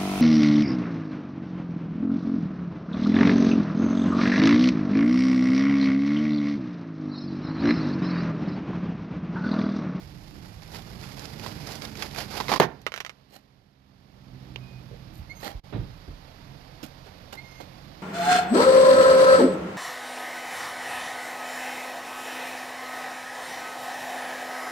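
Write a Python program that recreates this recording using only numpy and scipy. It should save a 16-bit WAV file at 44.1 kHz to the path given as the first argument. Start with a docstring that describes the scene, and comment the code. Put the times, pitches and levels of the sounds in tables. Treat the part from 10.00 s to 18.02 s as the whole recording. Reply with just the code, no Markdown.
"""Car rolling onto a net of toy balls

Outdoors on gritty asphalt, a stereo pair close to the tyre, light air on the microphones.
A car creeps up, grit crackling under the tread; one ball creaks and bursts, and the net snaps
strand by strand. The engine drops to idle; a pebble clicks, the brakes squeak, the tyre scuffs,
a few dull thumps sound and loose metal clanks."""
import sys
import numpy as np
from scipy import signal
from scipy.fft import rfft, irfft, next_fast_len
from scipy.io import wavfile

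SR = 44100
rng = np.random.default_rng(int(sys.argv[2]) if len(sys.argv) > 2 else 0)


def inscribe(sig):
    """Save sig as 16-bit PCM at rate SR to the path in sys.argv[1].

    A 1-D sig is mono; a 2-D sig holds one channel per row.
    Samples are clipped to [-1, 1] before scaling.
    """
    pcm = np.round(np.clip(np.atleast_2d(sig).T, -1, 1) * 32767)
    wavfile.write(sys.argv[1], SR, pcm.astype(np.int16))


N = 353682
TIME = np.arange(N) / SR
CAR_LEAD_S = 0.000422   # the car's sound reaches the left microphone first
TYRE_LEAD_S = 0.00005   # the tyre meets the balls almost straight ahead

# spectra of cracking grit, a blast at the wheel arch and a dry snap: f/Hz, level/dB
GRIT_SPECTRUM = [(650, -31), (1100, -7), (1570, -3.5), (2150, -2), (2800, -5), (4100, -4), (4900, -1.5),
                 (6000, -9.5), (7300, -13), (8430, -20), (11400, -11.5), (13000, -13), (14500, -22.5),
                 (15500, -41.5)]
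BLAST_SPECTRUM = [(59, -35), (100, -13), (150, -7), (220, -11), (333, -8), (411, -4), (600, -12),
                  (727, -4.5), (970, -5.5), (1250, -14), (1800, -10), (2090, -14.5), (6530, -30),
                  (8770, -49.5), (12300, -30.5), (15500, -57.5)]
SNAP_SPECTRUM = [(210, -28), (350, -11), (1030, -2), (2390, -1.5), (4720, -13.5), (5890, -13),
                 (8900, -28.5), (12400, -24.5), (15500, -44)]


def amp(db):
    """Decibels to gain."""
    return 10 ** (np.asarray(db) / 20)


def unit_power(x):
    """Scale to an RMS of one."""
    return x / np.sqrt(np.mean(x ** 2) + 1e-20)


def in_time(points):
    """Read a curve at every sample."""
    return np.interp(TIME, *np.transpose(points))


def between(start, end, fade_s):
    """One inside a span, fading to zero outside."""
    return np.clip(np.minimum(TIME - start, end - TIME) / fade_s + 1, 0, 1)


def at_hz(points, hz):
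    """Read a spectrum on a log-frequency axis."""
    f, value = np.transpose(points)
    return np.interp(np.log(hz), np.log(f), value)


def bin_hz(n):
    """Frequencies of an n-point spectrum, 1 Hz at least."""
    return np.maximum(np.arange(n // 2 + 1) * SR / n, 1)


def drift(per_s):
    """Random wander of unit power."""
    knots = rng.standard_normal(int(N / SR * per_s) + 2)
    return unit_power(np.interp(TIME * per_s, np.arange(len(knots)), knots))


def coloured(x, spectrum, tilt_db=0, size=4096):
    """Causal filter of unit energy, tilted per octave and steep below the spectrum's lowest point."""
    hz = bin_hz(size)
    skirt_db = np.clip(24 * np.log2(hz / spectrum[0][0]), -50, 0)
    cepstrum = irfft(np.log(amp(at_hz(spectrum, hz) + skirt_db + tilt_db * np.log2(hz))))
    response = irfft(np.exp(rfft(2 * cepstrum[:size // 2], size)))
    response /= np.sqrt(np.sum(response ** 2))
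    return signal.oaconvolve(x, response[None], axes=1)[:, :x.shape[1]]


def spread(paths, lead_s):
    """Three unrelated signals to the pair: one direct, early on the left, and two scattered."""
    common_power = [(60, 0.79), (300, 0.86), (700, 0.38), (2000, 0.49), (12000, 0.28)]   # what both microphones share: f/Hz, fraction of power
    n = next_fast_len(paths.shape[1], real=True)
    hz, bins = bin_hz(n), rfft(paths, n)
    share = np.clip(at_hz(common_power, hz), 0, 1)
    direct = bins[0] * np.exp(-2j * np.pi * hz * lead_s * np.arange(2)[:, None])
    return irfft(np.sqrt(share) * direct + np.sqrt(1 - share) * bins[1:], n)[:, :paths.shape[1]]


def grains(per_s, size_db, count=N, lead_s=CAR_LEAD_S):
    """Stereo stream of tiny fractures of uneven size; unit power."""
    born = rng.random((3, count)) < per_s / SR
    sizes = amp(size_db * np.minimum(rng.exponential(1, (3, count)), 4))
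    return unit_power(spread(born * sizes * rng.choice([-1, 1], (3, count)), lead_s))


def noise(lead_s, count=N):
    """Smooth stereo noise."""
    return spread(rng.standard_normal((3, count)), lead_s)


def click(lead_s, count):
    """One sharp stereo pulse, early on the left."""
    return 1.0 * (np.arange(count) == np.round(lead_s * SR * np.arange(2)[:, None]))


def resonate(x, hz, width_hz):
    """One resonance, of gain one at its top."""
    return signal.lfilter(*signal.iirpeak(hz, hz / width_hz, fs=SR), x + 1e-18)


def ring(x, hz, width_hz):
    """One resonance that keeps the power of a broad sound."""
    return resonate(x, hz, width_hz) * np.sqrt(SR / (np.pi * width_hz))


def hollow(x, reflection):
    """The gap between tyre and road returns a sound after about a millisecond."""
    lag = round(rng.uniform(.0007, .0014) * SR)
    return signal.lfilter([np.sqrt(1 - reflection ** 2)], np.r_[1, np.zeros(lag - 1), reflection], x)


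def add(out, s, sound):
    """Mix a sound in at a time."""
    i = round(s * SR)
    out[:, i:i + sound.shape[1]] += sound[:, :N - i]


def lull(sink_s, recover_s, from_s=2.555, to_s=3.72):
    """Depth, 0-1, to which the engine's sound sinks after the burst before it swells back."""
    return np.clip(np.minimum((TIME - from_s) / sink_s, 1 - (TIME - to_s) / recover_s), 0, 1)


def engine(idle_hz=14.8, pipe_hz=130, pipe_width_hz=9, pipe_db=2.0, lumpy_db=2.3, throb=0.089):
    """Firing orders swell as they pass the exhaust resonance, over uneven rumble and bay hiss."""
    crank_rate = [(0.0, 16.6), (0.55, 16.4), (0.79, 19.3), (0.96, 20), (1.21, 24.2), (1.5, 25.2),
                  (1.8, 24.8), (2.3, 23), (4.55, 21.3), (5.0, 18.3), (5.55, 14.7), (6.8, 15), (7.5, 14.8),
                  (8.0, 16)]   # crankshaft turns: t/s, rate/Hz
    firing_orders = [(2, -9.5), (3, -8.5), (4, -11.5), (5, -15), (6, -7), (8, -15), (9, -5.5), (11, -16.5),
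                     (12, -10), (18, -16.5)]   # engine tones: multiple of the crank rate, level/dB
    rumble_spectrum = [(18, -36), (30, -15), (135, 1), (211, -5.5), (248, -14), (302, -6.5), (400, -19),
                       (520, -35.5), (880, -120)]   # low engine noise: f/Hz, level/dB
    bay_spectrum = [(150, -25), (250, -3.5), (340, -11), (525, -4), (692, -4.5), (1480, -12.5), (2020, -13),
                    (2760, -15.5), (4790, -14.5), (8320, -36.5), (12400, -26), (14200, -36), (15500, -53)]   # engine bay hiss: f/Hz, level/dB
    crank_hz = in_time(crank_rate)
    turn = 2 * np.pi * np.cumsum(crank_hz * (1 + .009 * drift(14))) / SR
    firing = np.sin(2 * turn)
    orders = 0
    for k, db in firing_orders:
        resonance_db = pipe_db / (1 + ((k * crank_hz - pipe_hz) / pipe_width_hz) ** 2)
        strength = amp(db + resonance_db + lumpy_db * drift(8.7))
        orders = orders + strength * np.sin(k * turn + rng.uniform(0, 2 * np.pi))
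    rumble = coloured(noise(0), rumble_spectrum) * amp(-4 + lumpy_db * drift(12))
    hiss = coloured(noise(CAR_LEAD_S), bay_spectrum) * (1 + throb * firing)
    # the drone grows with engine speed and fades slowly throughout
    speed_db = 7.5 * np.log2(crank_hz / idle_hz)
    drone_db = -47 + speed_db - 0.39 * TIME - 16.5 * lull(sink_s=0.48, recover_s=0.8)
    bay_db = -60 + 1.113 * TIME - 12.5 * lull(sink_s=1.27, recover_s=0.74)
    tailpipe = amp(-54) * firing * between(4.23, 5.4, fade_s=0.3)   # heard once the wheel has passed
    return amp(drone_db) * (rumble + amp(-0.5) * orders) + amp(bay_db) * hiss + tailpipe


def crackle(lead_s, clump_db=1.8):
    """Sand cracks under the tread; the rubber gives a duller crunch in the same clumps."""
    tread_spectrum = [(190, -20.5), (330, -3), (736, -2.5), (805, -1.5), (1150, -8.5), (1700, -14.5),
                      (2210, -30.5), (3740, -120)]   # crunch of the rubber: f/Hz, level/dB
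    sand = coloured(grains(per_s=2600, size_db=2.8, lead_s=lead_s), GRIT_SPECTRUM)
    rubber = coloured(grains(per_s=2600, size_db=2.8, lead_s=lead_s), tread_spectrum)
    return (sand + amp(-1) * rubber) * amp(clump_db * drift(90))


def rolling(climb_s=2.6):
    """Grit crackles under the car, swelling with each tread block, until the tyre climbs the ball."""
    roll_level = [(0, -57), (0.6, -55.5), (1.15, -50), (2.5, -49.5)]   # steady crackle as the car gathers speed: t/s, level/dB
    bites = [(0.767, -45, 0.047), (1.033, -50, 0.048), (1.243, -50.5, 0.057), (1.454, -45.5, 0.063),
             (1.714, -42.5, 0.072), (1.85, -44.5, 0.046), (2.025, -40, 0.049), (2.2, -37.5, 0.043),
             (2.375, -37.5, 0.059), (2.521, -38.5, 0.047)]   # blocks of the near tyre biting in: t/s, level/dB, half length/s
    bite_power = sum(amp(2 * db) * np.exp(-2 * ((TIME - s) / half_s) ** 2) for s, db, half_s in bites)
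    steady = amp(in_time(roll_level)) * crackle(CAR_LEAD_S)
    near = np.sqrt(bite_power) * crackle(TYRE_LEAD_S)
    return (steady + near) * between(0, climb_s, fade_s=0.084)


def breeze(band_hz=(31, 90), flutter_db=5.5):
    """Light air buffets the microphones in a few soft gusts."""
    gusts = [(0.095, -53, 0.46), (0.877, -49.5, 0.17), (5.2, -53, 0.4)]   # puffs of air: t/s, level/dB, half length/s
    buffet = signal.sosfilt(signal.butter(2, band_hz, "band", fs=SR, output="sos"), noise(0))
    swell = sum(amp(db) / (1 + ((TIME - s) / half_s) ** 4) for s, db, half_s in gusts)
    return unit_power(buffet) * swell * amp(flutter_db * drift(14))


def stones(crack_db=17, t60=0.031, count=2500):
    """Larger stones split: one crack and a quick run of smaller ones, ringing at the stone's pitch."""
    splits = [(0.746, -32, 4520), (1.0388, -33, 2340), (1.1945, -31, 4790), (1.2548, -30, 4850),
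              (1.3965, -30.5, 2480), (1.464, -27.5, 3800), (1.6714, -26.5, 5070), (1.7198, -29, 4780),
              (1.7542, -25.5, 4640), (1.8206, -26.5, 3910), (1.851, -25, 3580), (1.9543, -32, 2270),
              (1.9725, -29.5, 4550), (2.0238, -17.5, 2620), (2.1118, -33.5, 3720), (2.1476, -28, 2300),
              (2.1613, -25, 1900), (2.2044, -24, 2600), (2.3094, -29, 1560)]   # stones under the tread: t/s, level/dB, f/Hz
    out, t = np.zeros((2, N)), np.arange(count) / SR
    for s, db, hz in splits:
        run = grains(per_s=6000, size_db=1.5, count=count, lead_s=TYRE_LEAD_S) * amp(-60 * t / t60)
        split = run + amp(crack_db) * click(TYRE_LEAD_S, count)
        sand = amp(-3) * coloured(split, GRIT_SPECTRUM, tilt_db=-0.7)
        tone = amp(-6) * ring(resonate(split, hz, hz), hz, hz / 2)
        add(out, s, amp(db - 8.5) * hollow(sand + tone, reflection=0.32))
    return out


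def creaks(jolt_db=10, skin_db=16.5, count=12000):
    """The squeezed ball lets go with a jolt that rings its taut skin, then runs on in stick and slip."""
    jolts = [(1.463, -32.5, 0.05, 912), (2.402, -23.5, 0.05, 1090), (2.409, -24.5, 0.025, 945),
             (2.483, -25.5, 0.017, 2090), (2.492, -24, 0.2, 430), (2.517, -17, 0.093, 840),
             (2.5278, -19.5, 0.052, 749), (2.538, -18, 0.073, 1030), (2.560, -23, 0.12, 1000)]   # the ball slipping under the tread: t/s, level/dB, t60/s, skin f/Hz
    creak_spectrum = [(88, -38), (150, -9), (221, -8.5), (400, -5.5), (560, -8), (736, -5.5), (1040, 1),
                      (1400, -16), (1910, -10), (2600, -16.5), (4930, -15), (8830, -35.5), (12800, -26.5),
                      (15500, -54)]   # rubbing skin: f/Hz, level/dB
    out, t = np.zeros((2, N)), np.arange(count) / SR
    jolt = click(TYRE_LEAD_S, count)
    for s, db, t60, hz in jolts:
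        slips = grains(per_s=3000, size_db=3.5, count=count, lead_s=TYRE_LEAD_S) * amp(-60 * t / t60)
        rub = coloured(slips + amp(jolt_db) * jolt, creak_spectrum)
        skin = amp(skin_db) * ring(jolt, hz, width_hz=170)
        add(out, s, amp(db - 0.5) * (rub + skin))
    return out * between(0, 2.582, fade_s=.006)


def burst(at_s=2.5995, taut_hz=1150, slack_hz=410, sag_s=0.0034, echo_s=0.028, echo_width_s=0.023,
          blast_t60=0.05, skin_t60=0.051, tail_t60=0.37, count=22000):
    """The skin tears and flaps lower as it slackens; the blast rings the wheel arch and dies dull."""
    arch_modes = [(400, 5, 0.14), (543, -6, 0.17), (636, -8.5, 0.22), (742, -5, .18), (900, -9, 0.2),
                  (1018, -6, 0.22), (1179, -8, 0.16), (1390, -13, 0.25), (1809, -8, 0.22)]   # wheel arch and tyre: f/Hz, level/dB, t60/s
    out, t = np.zeros((2, N)), np.arange(count) / SR
    crack = amp(13.5) * (t == 0)
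    air = noise(TYRE_LEAD_S, count) * amp(-4 - 60 * t / blast_t60)
    blast = coloured(crack + air, BLAST_SPECTRUM)
    flap_hz = slack_hz + (taut_hz - slack_hz) * np.exp(-(t / sag_s) ** 2)
    skin = np.sin(2 * np.pi * np.cumsum(flap_hz) / SR) * amp(-2 - 60 * t / skin_t60)
    arch = sum(np.sin(2 * np.pi * hz * t) * amp(db - 20 - 60 * t / t60) for hz, db, t60 in arch_modes)
    echo_swell = amp(-21) * np.exp(-((t - echo_s) / echo_width_s) ** 2)
    underbody_echo = coloured(noise(CAR_LEAD_S / 2, count) * echo_swell, BLAST_SPECTRUM)
    tail = coloured(noise(0, count) * amp(-24.5 - 60 * t / tail_t60), BLAST_SPECTRUM, tilt_db=-3.5)
    pan = amp([[2], [-2]])   # the tear is left of the wheel
    add(out, at_s, (blast + skin) * pan + arch + underbody_echo + tail)
    return out


def net_snaps(recoil=0.22, recoil_s=.0008, t60=0.064, lead_s=0.00015, count=8000):
    """Each strand parts with a sharp pulse, its recoil and a short scatter between tyre and road."""
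    strands = [(2.817, -49, 7), (2.8657, -16, -1.7), (2.920, -28.5, -1), (2.9401, -24.5, 0),
               (2.9616, -29, 2), (2.977, -27, 0.5), (3.0032, -25.5, 2), (3.0058, -27.5, -0.5),
               (3.0488, -29.5, 0.5), (3.064, -30.5, 1), (3.0952, -30.5, 0.5)]   # strands breaking: t/s, level/dB, tilt/(dB per octave)
    out, t = np.zeros((2, N)), np.arange(count) / SR
    crack = amp(15.5) * click(lead_s, count)
    pulse = crack - recoil * np.roll(crack, round(recoil_s * SR), axis=1)
    for s, db, tilt_db in strands:
        scatter = noise(lead_s, count) * amp(-9.3 - 60 * t / t60)
        snap = coloured(pulse + scatter, SNAP_SPECTRUM, tilt_db)
        add(out, s, amp(db) * hollow(snap, reflection=0.3))
    return out


def scuffs(t60=0.14, rattle_db=3.5, count=12000):
    """The tyre drags a little sand: a rattling run of grains that sets the tyre ringing."""
    drags = [(3.285, -53, 0.065, 0.08, -1.5), (5.124, -63, 0.018, 0.071, 5),
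             (5.395, -51, 0.016, 0.064, -0.5), (5.425, -37.5, 0.0063, 0.066, -3.0),
             (6.828, -44, 0.0022, 0.012, -0.5), (7.057, -50.5, 0.0046, 0.016, -4.5),
             (7.324, -43, 0.004, 0.011, -2), (7.601, -41, 0.0025, 0.005, -3)]   # tyre on grit: t/s, level/dB, rise/s, length/s, tilt/(dB per octave)
    scuff_spectrum = [(120, -26), (200, -12), (812, -13.5), (3610, -14.5), (4030, -12), (5200, -16.5),
                      (6200, -20), (7480, -21), (9140, -25.5), (13200, -14), (15500, -36)]   # dragged sand: f/Hz, level/dB
    tyre_modes = [(810, 6.5, 49), (4100, -5.5, 130)]   # resonances of the tyre: f/Hz, level/dB, width/Hz
    out, t = np.zeros((2, N)), np.arange(count) / SR
    for s, db, rise_s, length_s, tilt_db in drags:
        decay_db = 60 * np.maximum(t - length_s, 0) / t60
        drag = np.minimum(t / rise_s, 1) * amp(db - decay_db + rattle_db * drift(256)[:count])
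        sand = grains(per_s=4000, size_db=-0.5, count=count) * drag
        rings = sum(amp(mode_db) * resonate(sand, hz, width) for hz, mode_db, width in tyre_modes)
        add(out, s, hollow(coloured(sand + rings, scuff_spectrum, tilt_db), reflection=0.34))
    return out


def hum(hz=129.2, waver_db=2.5):
    """A low note that wavers in strength while the car slows."""
    phase = 2 * np.pi * hz * (TIME - CAR_LEAD_S * np.arange(2)[:, None])
    return np.sin(phase) * amp(-47 + waver_db * drift(23)) * between(4.26, 5.1, fade_s=0.13)


def pebble(at_s=4.5595, bounce_s=0.0022, t60=0.05, count=3000):
    """A hard click, as of a pebble shot from under the tyre, with a dull note from the wheel arch."""
    out, t = np.zeros((2, N)), np.arange(count) / SR
    strike = amp(24) * click(CAR_LEAD_S, count)
    bounce = 0.45 * np.roll(strike, round(bounce_s * SR), axis=1)
    scatter = noise(CAR_LEAD_S, count) * amp(-5 - 60 * t / t60)
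    blow = strike + bounce + scatter
    snap = ring(coloured(blow, SNAP_SPECTRUM), hz=2950, width_hz=900) / 2
    arch = amp(-3) * coloured(blow, BLAST_SPECTRUM)
    add(out, at_s, amp(-37) * (snap + arch))
    return out


def brakes(attack_s=0.011, release_s=0.036, waver_hz=14, chatter_db=3.0, count=14000):
    """A pad sings on its disc: each note slides up or holds its pitch, chatters and lets go."""
    # squeaks: t/s, length/s, starting f/Hz, rise/(Hz per s), fundamental/dB, third harmonic/dB
    squeaks = [(4.6, 0.19, 2479, 0, -62, -90), (5.289, 0.029, 2095, 2400, -39.5, -61),
               (5.345, 0.052, 2142, 0, -62, -52.5), (7.366, 0.03, 2060, 2400, -38, -64),
               (7.43, 0.19, 2134, 0, -56, -64.5), (7.43, 0.13, 5255, 0, -64.5, -120)]
    out, t = np.zeros((2, N)), np.arange(count) / SR
    for s, length_s, pitch_hz, rise, low_db, high_db in squeaks:
        hz = pitch_hz + rise * t + waver_hz * drift(297)[:count]
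        phase = 2 * np.pi * (np.cumsum(hz) / SR - pitch_hz * CAR_LEAD_S * np.arange(2)[:, None])
        low = np.sin(phase) + amp(-12) * np.sin(2 * phase)
        high = np.sin(3 * phase) + amp(-14) * np.sin(4 * phase) + amp(-3.5) * np.sin(6 * phase)
        low *= amp(low_db + chatter_db * drift(70)[:count])
        high *= amp(high_db + chatter_db * drift(70)[:count])
        envelope = np.clip(np.minimum(t / attack_s, 1 + (length_s - t) / release_s), 0, 1) ** 2
        add(out, s, envelope * (low + high))
    return out


def knocks(count=8000):
    """Each small knock shakes one steep-sided resonance of the chassis."""
    chassis_knocks = [(4.912, -37.5, 458, 110, 0.13), (6.829, -35.5, 240, 300, 0.14),
                      (7.325, -40.5, 560, 500, 0.11), (7.603, -37.5, 480.5, 500, 0.074)]   # t/s, level/dB, f/Hz, width/Hz, t60/s
    out, t = np.zeros((2, N)), np.arange(count) / SR
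    for s, db, hz, width_hz, t60 in chassis_knocks:
        shake = resonate(noise(CAR_LEAD_S, count), hz, width_hz)
        body = unit_power(resonate(shake, hz, width_hz))
        add(out, s, body * amp(db - 60 * t / t60))
    return out


def thumps(count=22000):
    """Soft, low thumps that swell and shudder out."""
    blows = [(5.543, -20.5, 0.0044, 0.051, -5), (5.724, -25, 0.0053, 0.37, 0.5),
             (5.752, -23.5, 0.013, 0.45, -4.5), (6.076, -31.5, 0.0025, 0.18, -2.5)]   # dull blows: t/s, level/dB, rise/s, t60/s, tilt/(dB per octave)
    thump_spectrum = [(18, -63), (30, -12), (113, -2.5), (202, -14.5), (265, -13.5), (510, -20.5),
                      (583, -25.5), (3000, -44), (3900, -44), (6600, -120)]   # their deep colour: f/Hz, level/dB
    out, t = np.zeros((2, N)), np.arange(count) / SR
    for s, db, rise_s, t60, tilt_db in blows:
        push = noise(0, count) * amp(db - 60 * t / t60) * (1 - np.exp(-t / rise_s))
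        add(out, s, coloured(push, thump_spectrum, tilt_db))
    return out


def clanks(strike_db=20, uneven_db=2, count=6000):
    """Loose metal is struck and chatters; each blow shares itself differently among the modes."""
    strikes = [(6.829, -46.5, 0.09), (7.326, -47, 0.08)]   # blows under the car: t/s, level/dB, chatter t60/s
    metal_modes = [(1338, -3, 120), (2880, -2, 110), (3500, -7, 300), (4254, -4, 120), (5275, -4, 160),
                   (6600, -8, 350)]   # resonances of the metal: f/Hz, level/dB, width/Hz
    out, t = np.zeros((2, N)), np.arange(count) / SR
    for s, db, t60 in strikes:
        chatter = noise(CAR_LEAD_S, count) * amp(-60 * t / t60)
        blow = amp(strike_db) * click(CAR_LEAD_S, count) + chatter
        for hz, mode_db, width_hz in metal_modes:
            mode = ring(resonate(blow, hz, hz / 2), hz, width_hz)
            add(out, s, amp(db + mode_db + uneven_db * rng.standard_normal()) * mode)
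    return out


def scene():
    """All sources at the pair; the level dips just before the burst and after the first thump."""
    dips = [(2.588, 2.591, -9), (5.607, 5.631, -26.5)]   # brief drops in level: from t/s, to t/s, gain/dB
    dip = amp(sum(db * between(start, end, fade_s=0.011) for start, end, db in dips))
    car = engine() + hum() + rolling() + stones() + scuffs() + thumps()
    car += knocks() + pebble() + clanks() + brakes()
    return dip * (car + creaks() + breeze()) + burst() + net_snaps()


def record(dry, ceiling=0.47, left_trim_db=1.5, cutoff_hz=15600):
    """The right microphone is the louder one; the burst overloads both; the top is cut."""
    balance = [(60, -7), (150, -11), (380, -13), (950, -14.5), (2380, -17), (5980, -17), (15000, -8)]   # lean of the pair before the trim: f/Hz, left minus right/dB
    n = next_fast_len(N, real=True)
    ratio = amp(left_trim_db + at_hz(balance, bin_hz(n)))
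    gains = 2 * np.array([ratio, np.ones_like(ratio)]) / (1 + ratio)
    heard = irfft(rfft(dry, n) * gains, n)[:, :N]
    overloaded = ceiling * np.tanh(heard / ceiling)
    return signal.sosfilt(signal.ellip(10, .1, 90, cutoff_hz, fs=SR, output="sos"), overloaded)


dry = scene()
out = record(dry)
inscribe(out)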